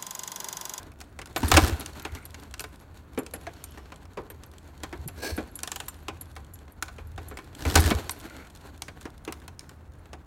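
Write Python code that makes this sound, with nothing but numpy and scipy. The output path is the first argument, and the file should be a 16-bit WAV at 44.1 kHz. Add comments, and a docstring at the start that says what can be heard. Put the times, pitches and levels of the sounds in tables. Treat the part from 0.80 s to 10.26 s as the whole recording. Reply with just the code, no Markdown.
"""A single-cylinder dirt bike is kicked over twice in a driveway; it never fires.
Each kick spins the gears, pushes a few muffled puffs through the exhaust and slams the lever on its
stop, ringing the frame. Between kicks the lever ratchets back, boot and linkage knock, the sole skids,
a jacket rustles and a small metal tag jingles. House fronts echo faintly; a street hums far off."""
import sys
import numpy as np
from scipy import signal
from scipy.fft import rfft, irfft
from scipy.io import wavfile
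from scipy.ndimage import uniform_filter1d

SR = 44100
rng = np.random.default_rng(int(sys.argv[2]) if len(sys.argv) > 2 else 0)


def waveform_to_disk(signal):
    """Save audio, clipped to [-1, 1], as 16-bit WAV at the path in sys.argv[1]."""
    frames = np.transpose(np.atleast_2d(signal))
    scaled = np.clip(frames, -1, 1) * 32767
    samples = np.round(scaled).astype(np.int16)
    wavfile.write(sys.argv[1], SR, samples)


N = 417185
TIME = np.arange(N) / SR
TURN_S, TOP_SPEED_S = 0.094, 0.12  # one crank turn; first puff to top speed

# first puff of each kick: t/s
KICK_TIMES = [0.634, 6.859]
# spectrum of a knock on the bike: f/Hz, level/dB
KNOCK_SPECTRUM = [(60, -27), (170, -4), (300, 1.5), (560, -2.5), (900, -2.5), (1600, -2), (2700, -4.5),
                  (4800, -6.5), (7000, -7.5), (10500, -11.5), (12000, -17), (15500, -17)]
# spectrum of a pawl click: f/Hz, level/dB
CLICK_SPECTRUM = [(150, -14), (500, -3), (850, 1.5), (1700, 5.5), (2100, -4.5), (2700, 4), (5300, -0.5),
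                  (7300, 4), (10200, -1.5), (11400, -2.5), (13000, -6.5), (15500, -10.5)]
# modes of the metal tag: f/Hz, level/dB, t60/s
TAG_MODES = [(4400, -12.5, 0.023), (7250, -11.5, 0.08), (8800, -5, 0.044), (9680, -3.5, 0.03),
             (11270, -1, 0.048), (11900, -11, 0.073), (12500, 4, 0.013)]


def amp(db):
    return 10 ** (np.asarray(db) / 20)


def unit(x):
    """Scales to rms 1."""
    return x / np.sqrt(np.mean(x ** 2) + 1e-20)


def decay(t, t60_s):
    return np.exp(-np.log(1000) * t / t60_s)


def swell(mid_s, half_s):
    return np.exp(-((TIME - mid_s) / half_s) ** 2)


def add(mix, at_s, sound):
    part = mix[max(round(at_s * SR), 0):][:len(sound)]
    part += sound[:len(part)]


def db_at(spectrum, hz):
    f, db = np.transpose(spectrum)
    return np.interp(np.log(hz + 1), np.log(f + 1), db)


def colour(x, spectrum):
    """Filters x by a spectrum; rms 1."""
    hz = np.fft.rfftfreq(len(x), 1 / SR)
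    return unit(irfft(rfft(x) * amp(db_at(spectrum, hz)), len(x)))


def wander(max_hz):
    """Slow random drift, rms 1."""
    t = np.arange(0, N / SR + .01, .002)
    drift = sum(np.sin(2 * np.pi * (hz * t + rng.random())) for hz in max_hz * rng.uniform(.1, 1, 30))
    return np.interp(TIME, t, unit(drift))


def resonate(x, hz, width_hz):
    b, a = signal.iirpeak(hz, hz / width_hz, SR)
    return signal.lfilter(b, a, x)


def grains(per_s, spread_db):
    """Sparse clicks of uneven size, rms 1."""
    size = amp(spread_db * np.minimum(rng.exponential(1, N), 4))
    return unit(size * rng.standard_normal(N) * (rng.random(N) < per_s / SR))


def stick_slip(resonances, judder_db):
    """Surfaces stick and slip unevenly, driving a few steep resonances; rms 1."""
    slips = rng.standard_normal(N) * amp(judder_db * wander(max_hz=98))
    return unit(sum(amp(db) * resonate(resonate(slips, hz, width_hz), hz, width_hz)
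                    for hz, width_hz, db in resonances))


def impact(spectrum, t60_s, bass_db=0, treble_db=0, tail_db=-27):
    """A crack excites dense modes over a faint after-ring; high ones rise and die first."""
    t, hz = np.arange(8192) / SR, np.fft.rfftfreq(8192, 1 / SR)
    top_db = min(1.3 * treble_db, .6 * treble_db)
    tilt_db = db_at([(450, bass_db), (850, 0), (1800, 0), (6000, treble_db), (14000, top_db)], hz)
    # each strike point favours other modes
    spot_db = 2.5 * np.interp(np.sqrt(hz), np.linspace(0, np.sqrt(SR / 2), 40), rng.standard_normal(40))
    modes = amp(db_at(spectrum, hz) + tilt_db + spot_db) * np.exp(2j * np.pi * rng.random(len(hz)))
    modes /= np.std(irfft(modes * (hz > 700) * (hz < 3500)))
    bands_hz = np.geomspace(200, 12800, 7)
    out = 0
    for band_hz, share in zip(bands_hz, np.eye(len(bands_hz))):
        band = irfft(modes * np.interp(np.log(hz + 1), np.log(bands_hz), share))
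        stretch = (1000 / max(band_hz, 700)) ** 0.44  # time scale, 1 at 1 kHz
        rise = 1 - np.exp(-t / (0.00087 * stretch ** 2))
        fall = 0.58 * decay(t, 0.0026) + decay(t, t60_s * stretch) + amp(tail_db) * decay(t, 0.3)
        out = out + band * fall * rise
    return out


def knock(hardness_db, t60_s):
    """A blow on the bike: harder contact, more treble and less bass."""
    return impact(KNOCK_SPECTRUM, t60_s, bass_db=-5 - 0.74 * hardness_db, treble_db=hardness_db)


def boom(hz, rise_s, sharpness, overtone=0):
    """A low resonance swells and dies away."""
    t = np.arange(SR // 4) / SR
    envelope = (t / rise_s * np.exp(1 - t / rise_s)) ** sharpness
    phase = 2 * np.pi * hz * t
    return envelope * (np.sin(phase) + overtone * np.sin(2.4 * phase))


def street(wash_db=-51, drone_hz=79):
    """Distant wash; a wavering drone in a low rumble swells now and then."""
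    # street wash: f/Hz, level/dB
    wash_spectrum = [(15, -37), (25, -9), (61, 1.5), (92, -4.5), (149, -8.5), (363, -17), (476, -20.5),
                     (641, -21.5), (1370, -26), (5000, -52), (6380, -48), (12500, -54), (16000, -48.5)]
    # drone swells: centre t/s, half length/s, level/dB
    swells = [(1.4, 0.48, -54.5), (4.2, 0.26, -49.5), (5.4, 0.3, -52), (6.33, .2, -42)]
    # rumble: f/Hz, level/dB
    rumble_spectrum = [(15, -31), (35, -6.5), (65, 5), (90, -2.5), (130, -5.5), (200, -24), (600, -58.5)]
    wash = amp(wash_db) * colour(rng.standard_normal(N), wash_spectrum)
    pitch_hz = drone_hz * (1 + 0.068 * wander(max_hz=7.4))
    tone = np.sqrt(2) * np.sin(2 * np.pi * np.cumsum(pitch_hz) / SR)
    rumble = colour(rng.standard_normal(N), rumble_spectrum)
    drone = tone * amp(2 * wander(max_hz=8.6) - 3.5) + amp(-6) * rumble
    gain = amp(-50.5) + sum(amp(db) * swell(s, half_s) for s, half_s, db in swells)
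    return wash + gain * drone


def yard(x, wet_db=-24, low_t60_s=0.69, high_t60_s=0.78):
    """House fronts add a thin, scattered tail."""
    t = np.arange(SR) / SR
    onset = np.clip((t - .015) / .03, 0, 1)
    echoes = rng.standard_normal(SR) * (rng.random(SR) < .08) * onset
    low = signal.sosfilt(signal.butter(2, 3000, fs=SR, output="sos"), echoes)
    tail = low * decay(t, low_t60_s) + .5 * (echoes - low) * decay(t, high_t60_s)
    return x + amp(wet_db) * signal.fftconvolve(x, tail / np.linalg.norm(tail))[:N]


def movement(rise_s=0.11, settle_s=0.37):
    """Swish and rub gains: a floor, a jolt per kick, a swell per shift of weight."""
    # weight shifts: centre t/s, half length/s, swish level/dB, rub level/dB
    shifts = [(0.0, 0.085, -56, -45), (2.173, 0.043, -63, -68), (2.79, 0.34, -62, -58.5),
              (4.61, 0.83, -61, -56.5), (6.5, .35, -67, -62), (8.4, 0.2, -77.5, -67.5)]
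    since_s = TIME - np.array(KICK_TIMES)[:, None] - TOP_SPEED_S
    jolt = np.exp(-np.maximum(-since_s / rise_s, since_s / settle_s)).sum(0)
    swish = amp(-71) + amp(-43.5) * jolt + sum(amp(db) * swell(s, half) for s, half, db, _ in shifts)
    rub = amp(-60) + amp(-38.5) * jolt + sum(amp(db) * swell(s, half) for s, half, _, db in shifts)
    return swish, rub


def rider(flutter_db=3.5):
    """The jacket swishes and crinkles; boot and seat rub lower down."""
    # jacket: f/Hz, level/dB
    swish_spectrum = [(1180, -38), (2000, -2), (2620, -0.5), (3310, -3), (4380, 1), (4940, -10),
                      (7120, -5.5), (10400, -15), (11400, -6), (16000, -21)]
    # boot and seat: f/Hz, level/dB
    rub_spectrum = [(76, -26), (130, 4.5), (186, -4), (274, 5.5), (502, -4.5), (1070, -5), (1190, -11),
                    (1470, -4.5), (2930, -26), (3500, -23), (4550, -53.5), (7700, -120)]
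    strokes = amp(flutter_db * wander(max_hz=23))
    crinkles = grains(per_s=120, spread_db=2)
    swish = colour(rng.standard_normal(N) + amp(-8) * crinkles, swish_spectrum)
    rub = colour(rng.standard_normal(N) + .4 * crinkles, rub_spectrum)
    swish_gain, rub_gain = movement()
    return strokes * (amp(-4) * swish_gain * swish + amp(-2) * rub_gain * rub)


def loose_parts(ref_db=-58):
    """Small parts tick and the tag tinkles faintly as the rider moves."""
    ticks = np.zeros(N)
    for _ in range(4):
        hits = grains(per_s=7, spread_db=0.5)
        ticks += signal.oaconvolve(hits, impact(CLICK_SPECTRUM, t60_s=0.027, treble_db=7.5))[:N]
    tinkles = sum(amp(db / 2) * resonate(grains(per_s=3.7, spread_db=7.5), hz, 2.7 / t60_s)
                  for hz, db, t60_s in TAG_MODES)
    swish_gain, _ = movement()
    shake = amp(ref_db) * (swish_gain / amp(ref_db)) ** 0.94
    return shake * (amp(-3.5) * unit(ticks) + amp(-11) * unit(tinkles))


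def sizzle(level_db=-64.5):
    """Thin metallic friction while the rider reaches down."""
    # resonances: f/Hz, width/Hz, level/dB
    resonances = [(3000, 900, 0), (5350, 1000, -4), (8650, 800, -13)]
    return amp(level_db) * swell(mid_s=2.88, half_s=0.22) * stick_slip(resonances, judder_db=2.5)


def tag(uneven_db=4, detune=0.0034):
    """A metal tag swings against clothing; each touch rings a new mix of modes, chattering."""
    # touches: t/s, level/dB
    touches = [(0.577, -29.5), (0.683, -24.5), (0.997, -33.5), (1.4531, -33), (1.8043, -32), (2.3876, -31),
               (2.537, -30.5), (2.8398, -32.5), (3.501, -37), (4.2765, -30), (4.566, -30), (4.7551, -30.5),
               (5.0838, -24), (5.4107, -30.5), (5.736, -38.5), (5.921, -44), (6.025, -33), (6.271, -49.5),
               (6.4843, -35.5), (7.004, -19.5), (7.309, -24)]
    t, out = np.arange(SR // 8) / SR, np.zeros(N)
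    hz, db, t60_s = np.transpose(TAG_MODES)[:, :, None]
    envelope = decay(t, t60_s) * (1 - np.exp(-t / 0.00056))
    for s, touch_db in touches:
        mix, shift, phase = rng.standard_normal((3, len(TAG_MODES), 1))
        size = amp(db + uneven_db * mix)
        chatter = 1 + unit(uniform_filter1d(rng.standard_normal(envelope.shape), size=70))
        tones = np.sin(2 * np.pi * (hz * (1 + detune * shift) * t + phase))
        ring = (size * chatter * envelope * tones).sum(0)
        add(out, s, amp(touch_db + 1) * ring / np.linalg.norm(size))
    return out


def boot_skid():
    """The sole skids on the lever and squeals."""
    # skid envelope: t/s, level/dB
    envelope = [(4.35, -68), (4.418, -44.5), (4.428, -33.5), (4.46, -32.5), (4.51, -35.5), (4.517, -43.5),
                (4.6, -50)]
    # squeal resonances: f/Hz, width/Hz, level/dB
    resonances = [(394, 390, 7.5), (1645, 96, 8.5), (2250, 840, -4), (4380, 650, -0.5), (5300, 720, -3.5),
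                  (6000, 350, -3.5), (8100, 3500, -10), (11550, 390, -6), (14500, 3000, -16)]
    times_s, db = np.transpose(envelope)
    return np.interp(TIME, times_s, amp(db), left=0, right=0) * stick_slip(resonances, judder_db=2)


def boot_scuffs(delay_s=0.594, hold_s=0.19, fade_s=0.048, level_db=-53):
    """The boot slides back onto the lever after each kick."""
    # scuff resonances: f/Hz, width/Hz, level/dB
    resonances = [(1420, 180, 5), (2150, 550, -1.5)]
    times_s = delay_s + np.array([-fade_s, 0, hold_s, hold_s + fade_s])
    gate = sum(np.interp(TIME - s, times_s, [0, 1, 1, 0]) for s in KICK_TIMES)
    return amp(level_db) * gate * stick_slip(resonances, judder_db=4.5)


def thuds():
    """Hollow parts thud under the rider's weight."""
    # thuds: t/s, level/dB, f/Hz
    hits = [(.630, -19.5, 266), (0.78, -11, 314), (2.382, -25, 272), (2.673, -30.5, 686), (3.376, -31, 420),
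            (4.260, -28, 143), (4.581, -24.5, 308), (6.872, -25.5, 270), (7.113, -18.5, 221)]
    out = np.zeros(N)
    for s, db, hz in hits:
        add(out, s, amp(db) * boom(hz, rise_s=0.0034, sharpness=0.65, overtone=0.23))
    return out


def frame(x):
    """Whatever strikes or turns in the bike rings its frame; the low plastic panels are well damped."""
    # modes of cases, frame and panels: f/Hz, level/dB
    modes = [(322, -6.5), (432, -2), (726, -3.5), (788, -0.5), (938, -5.5), (1037, -1.5), (1153, -6),
             (1338, -15), (1491, -2), (2115, -17), (2259, -2), (2439, -5), (2599, -5), (2739, -7)]
    return 0.82 * x + sum(amp(db) * resonate(x, hz, width_hz=45 if hz < 500 else 24) for hz, db in modes)


def linkage_slack(count=24):
    """Slack in the linkage taps faintly at random moments."""
    out, slot_s = np.zeros(N), N / SR / count
    for slot, (size, contact) in enumerate(rng.standard_normal((count, 2))):
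        tap = knock(hardness_db=-5 + 4 * contact, t60_s=.05)
        add(out, (slot + rng.random()) * slot_s, amp(-49 + 0.5 * size) * tap)
    return out


def ratchet(tooth_s=0.0422):
    """The pawl slips over its teeth as the lever swings back."""
    # runs of clicks: t/s, tooth count, level/dB
    runs = [(.204, 1, -42), (.458, 1, -42.5), (0.88, 1, -30.5), (1.197, 1, -39), (1.35, 1, -37.5),
            (2.464, 1, -39), (3.635, 1, -44), (4.790, 1, -40.5), (4.833, 5, -28), (5.082, 1, -33.5),
            (7.061, 2, -27), (8.211, 1, -44), (8.893, 1, -44)]
    out = np.zeros(N)
    for s, count, db in runs:
        for tooth in range(round(count)):
            add(out, s + tooth * tooth_s, amp(db - 1) * impact(CLICK_SPECTRUM, t60_s=0.048, tail_db=-25))
    return out


def lever_knocks():
    """Lever, boot and linkage strike the bike; dull blows ring longer than bright ones."""
    # blows: t/s, level/dB, hardness (treble re middle)/dB
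    blows = [(0.213, -40, 1), (0.3895, -35, -4.5), (0.4156, -36.5, -2), (0.562, -21.5, -4),
             (0.6308, -27.5, -8), (0.716, -10.5, -1.5), (0.74, -15, -5), (0.7665, -15.5, -3.5),
             (0.7704, -8, 0), (0.7749, -12.5, -4.5), (1.0078, -34.5, 3), (1.0609, -32.5, 12.5),
             (1.2505, -29, -5.5), (1.544, -39, -1), (1.74, -34.5, 6), (1.7952, -31, 9),
             (1.805, -36.5, -1.5), (1.8402, -33, -0.5), (2.376, -31.5, -13), (2.5363, -37, -13.5),
             (2.6677, -36, -9), (2.84, -41, 11), (2.9744, -42, -8), (3.12, -39.5, -7.5),
             (3.3722, -34.5, -15), (3.5009, -43.5, -9), (4.034, -28.5, -3.5), (4.127, -35, -11),
             (4.2843, -40, -2), (4.5774, -33, -16), (5.2828, -28.5, -6.5), (5.564, -37.5, -3),
             (6.0247, -24.5, 4), (6.082, -39.5, -5), (6.1828, -42, -10.5), (6.3781, -38, -9),
             (6.5118, -40, -14), (6.5716, -35.5, -0.5), (6.5878, -37.5, -5.5), (6.8518, -26, -8.5),
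             (6.955, -14, -1.5), (6.958, -11, 2), (6.973, -17.5, -2.5), (7.109, -20.5, -10),
             (7.2944, -27, 8), (8.0202, -31, 11), (8.0817, -37.5, -6), (8.2539, -35, -8.5), (8.45, -42, 7),
             (8.4772, -33.5, -11), (8.524, -32.5, 4.5), (8.6795, -39, 2), (8.7935, -41.5, 14),
             (9.331, -38, -6.5)]
    out = np.zeros(N)
    for s, db, hardness_db in blows:
        add(out, s, amp(db) * knock(hardness_db, t60_s=0.06 * amp(-0.5342 * hardness_db)))
    return out


def crank_gain(lead_s=0.075, coast_s=0.135, stall_s=0.07, rise_db_per_s=90, fall_db_per_s=30):
    """Each kick speeds the crank up; it coasts, then stalls on compression, labouring once a turn."""
    run_up_s = lead_s + TOP_SPEED_S
    times_s = np.cumsum([-lead_s, run_up_s, coast_s, stall_s])
    arch_db = -25 + np.array([-rise_db_per_s * run_up_s, 0, -fall_db_per_s * coast_s, -34])
    since_s = TIME - np.array(KICK_TIMES)[:, None]
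    chug_db = 1.5 * np.cos(2 * np.pi * (since_s - TOP_SPEED_S) / TURN_S)
    return amp(np.interp(since_s, times_s, arch_db, left=-np.inf, right=-np.inf) + chug_db).sum(0)


def engine_spin(uneven_db=3):
    """Air rushes and gears overrun the starter ratchet; a faster crank is louder, its clicks closer."""
    # gears, chain and intake: f/Hz, level/dB
    spectrum = [(100, 14.5), (200, 7.5), (300, 7.5), (550, -4), (1100, -4), (1700, 3.5), (2200, -8),
                (4000, -1.5), (6300, -6), (9000, -5.5), (10600, -14.5), (11700, -6), (15500, -15.5)]
    gain = crank_gain()
    teeth_per_s = 105 * (gain / amp(-28)) ** .35
    teeth_passed = np.floor(np.cumsum(teeth_per_s) / SR)
    teeth = np.zeros(N)
    for s in TIME[np.diff(teeth_passed, prepend=0) > 0]:
        size = amp(uneven_db * rng.standard_normal())
        add(teeth, s, size * impact(spectrum, t60_s=0.033, treble_db=-2.5))
    teeth /= np.std(teeth[gain > 0])
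    rush = amp(-7) * colour(rng.standard_normal(N), spectrum)
    return gain * (rush + teeth)


def exhaust(pipe_hz=77, puff_db=-14, rebound_db=-12, rebound_s=0.024):
    """One puff per crank turn, strongest near top speed, where the pipe booms a second time."""
    # single puffs as the piston is eased over: t/s, level/dB
    slow_puffs = [(1.318, -28.5), (4.186, -30), (4.515, -25)]
    out, puff = np.zeros(N), boom(pipe_hz, rise_s=0.015, sharpness=1.8)
    for s in KICK_TIMES:
        for after_s in TURN_S * np.arange(4):
            drop_db = ((after_s - TOP_SPEED_S) / 0.072) ** 2
            add(out, s + after_s, amp(puff_db - drop_db) * puff)
        add(out, s + TURN_S + rebound_s, amp(rebound_db) * puff)
    for s, db in slow_puffs:
        add(out, s, amp(db) * puff)
    return out


def scene():
    """Bike, friction and tag echo in the yard; loose parts, rider and street stay dry."""
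    bike = frame(lever_knocks() + ratchet() + linkage_slack() + engine_spin()) + exhaust() + thuds()
    friction = boot_skid() + boot_scuffs() + sizzle()
    return (yard(bike + friction + tag()) + loose_parts() + rider() + street())[None]


def record(dry):
    """The microphone loses the deepest bass, rounds off peaks and limits the band."""
    low_hz, high_hz, ceiling = 30, 15950, .8
    heard = signal.sosfilt(signal.butter(2, low_hz, "highpass", fs=SR, output="sos"), dry)
    rounded = ceiling * np.tanh(heard / ceiling)
    lowpass = signal.firwin(511, high_hz, window=("kaiser", 9), fs=SR)
    return signal.oaconvolve(rounded, lowpass[None], "same")


dry = scene()
out = record(dry)
waveform_to_disk(out)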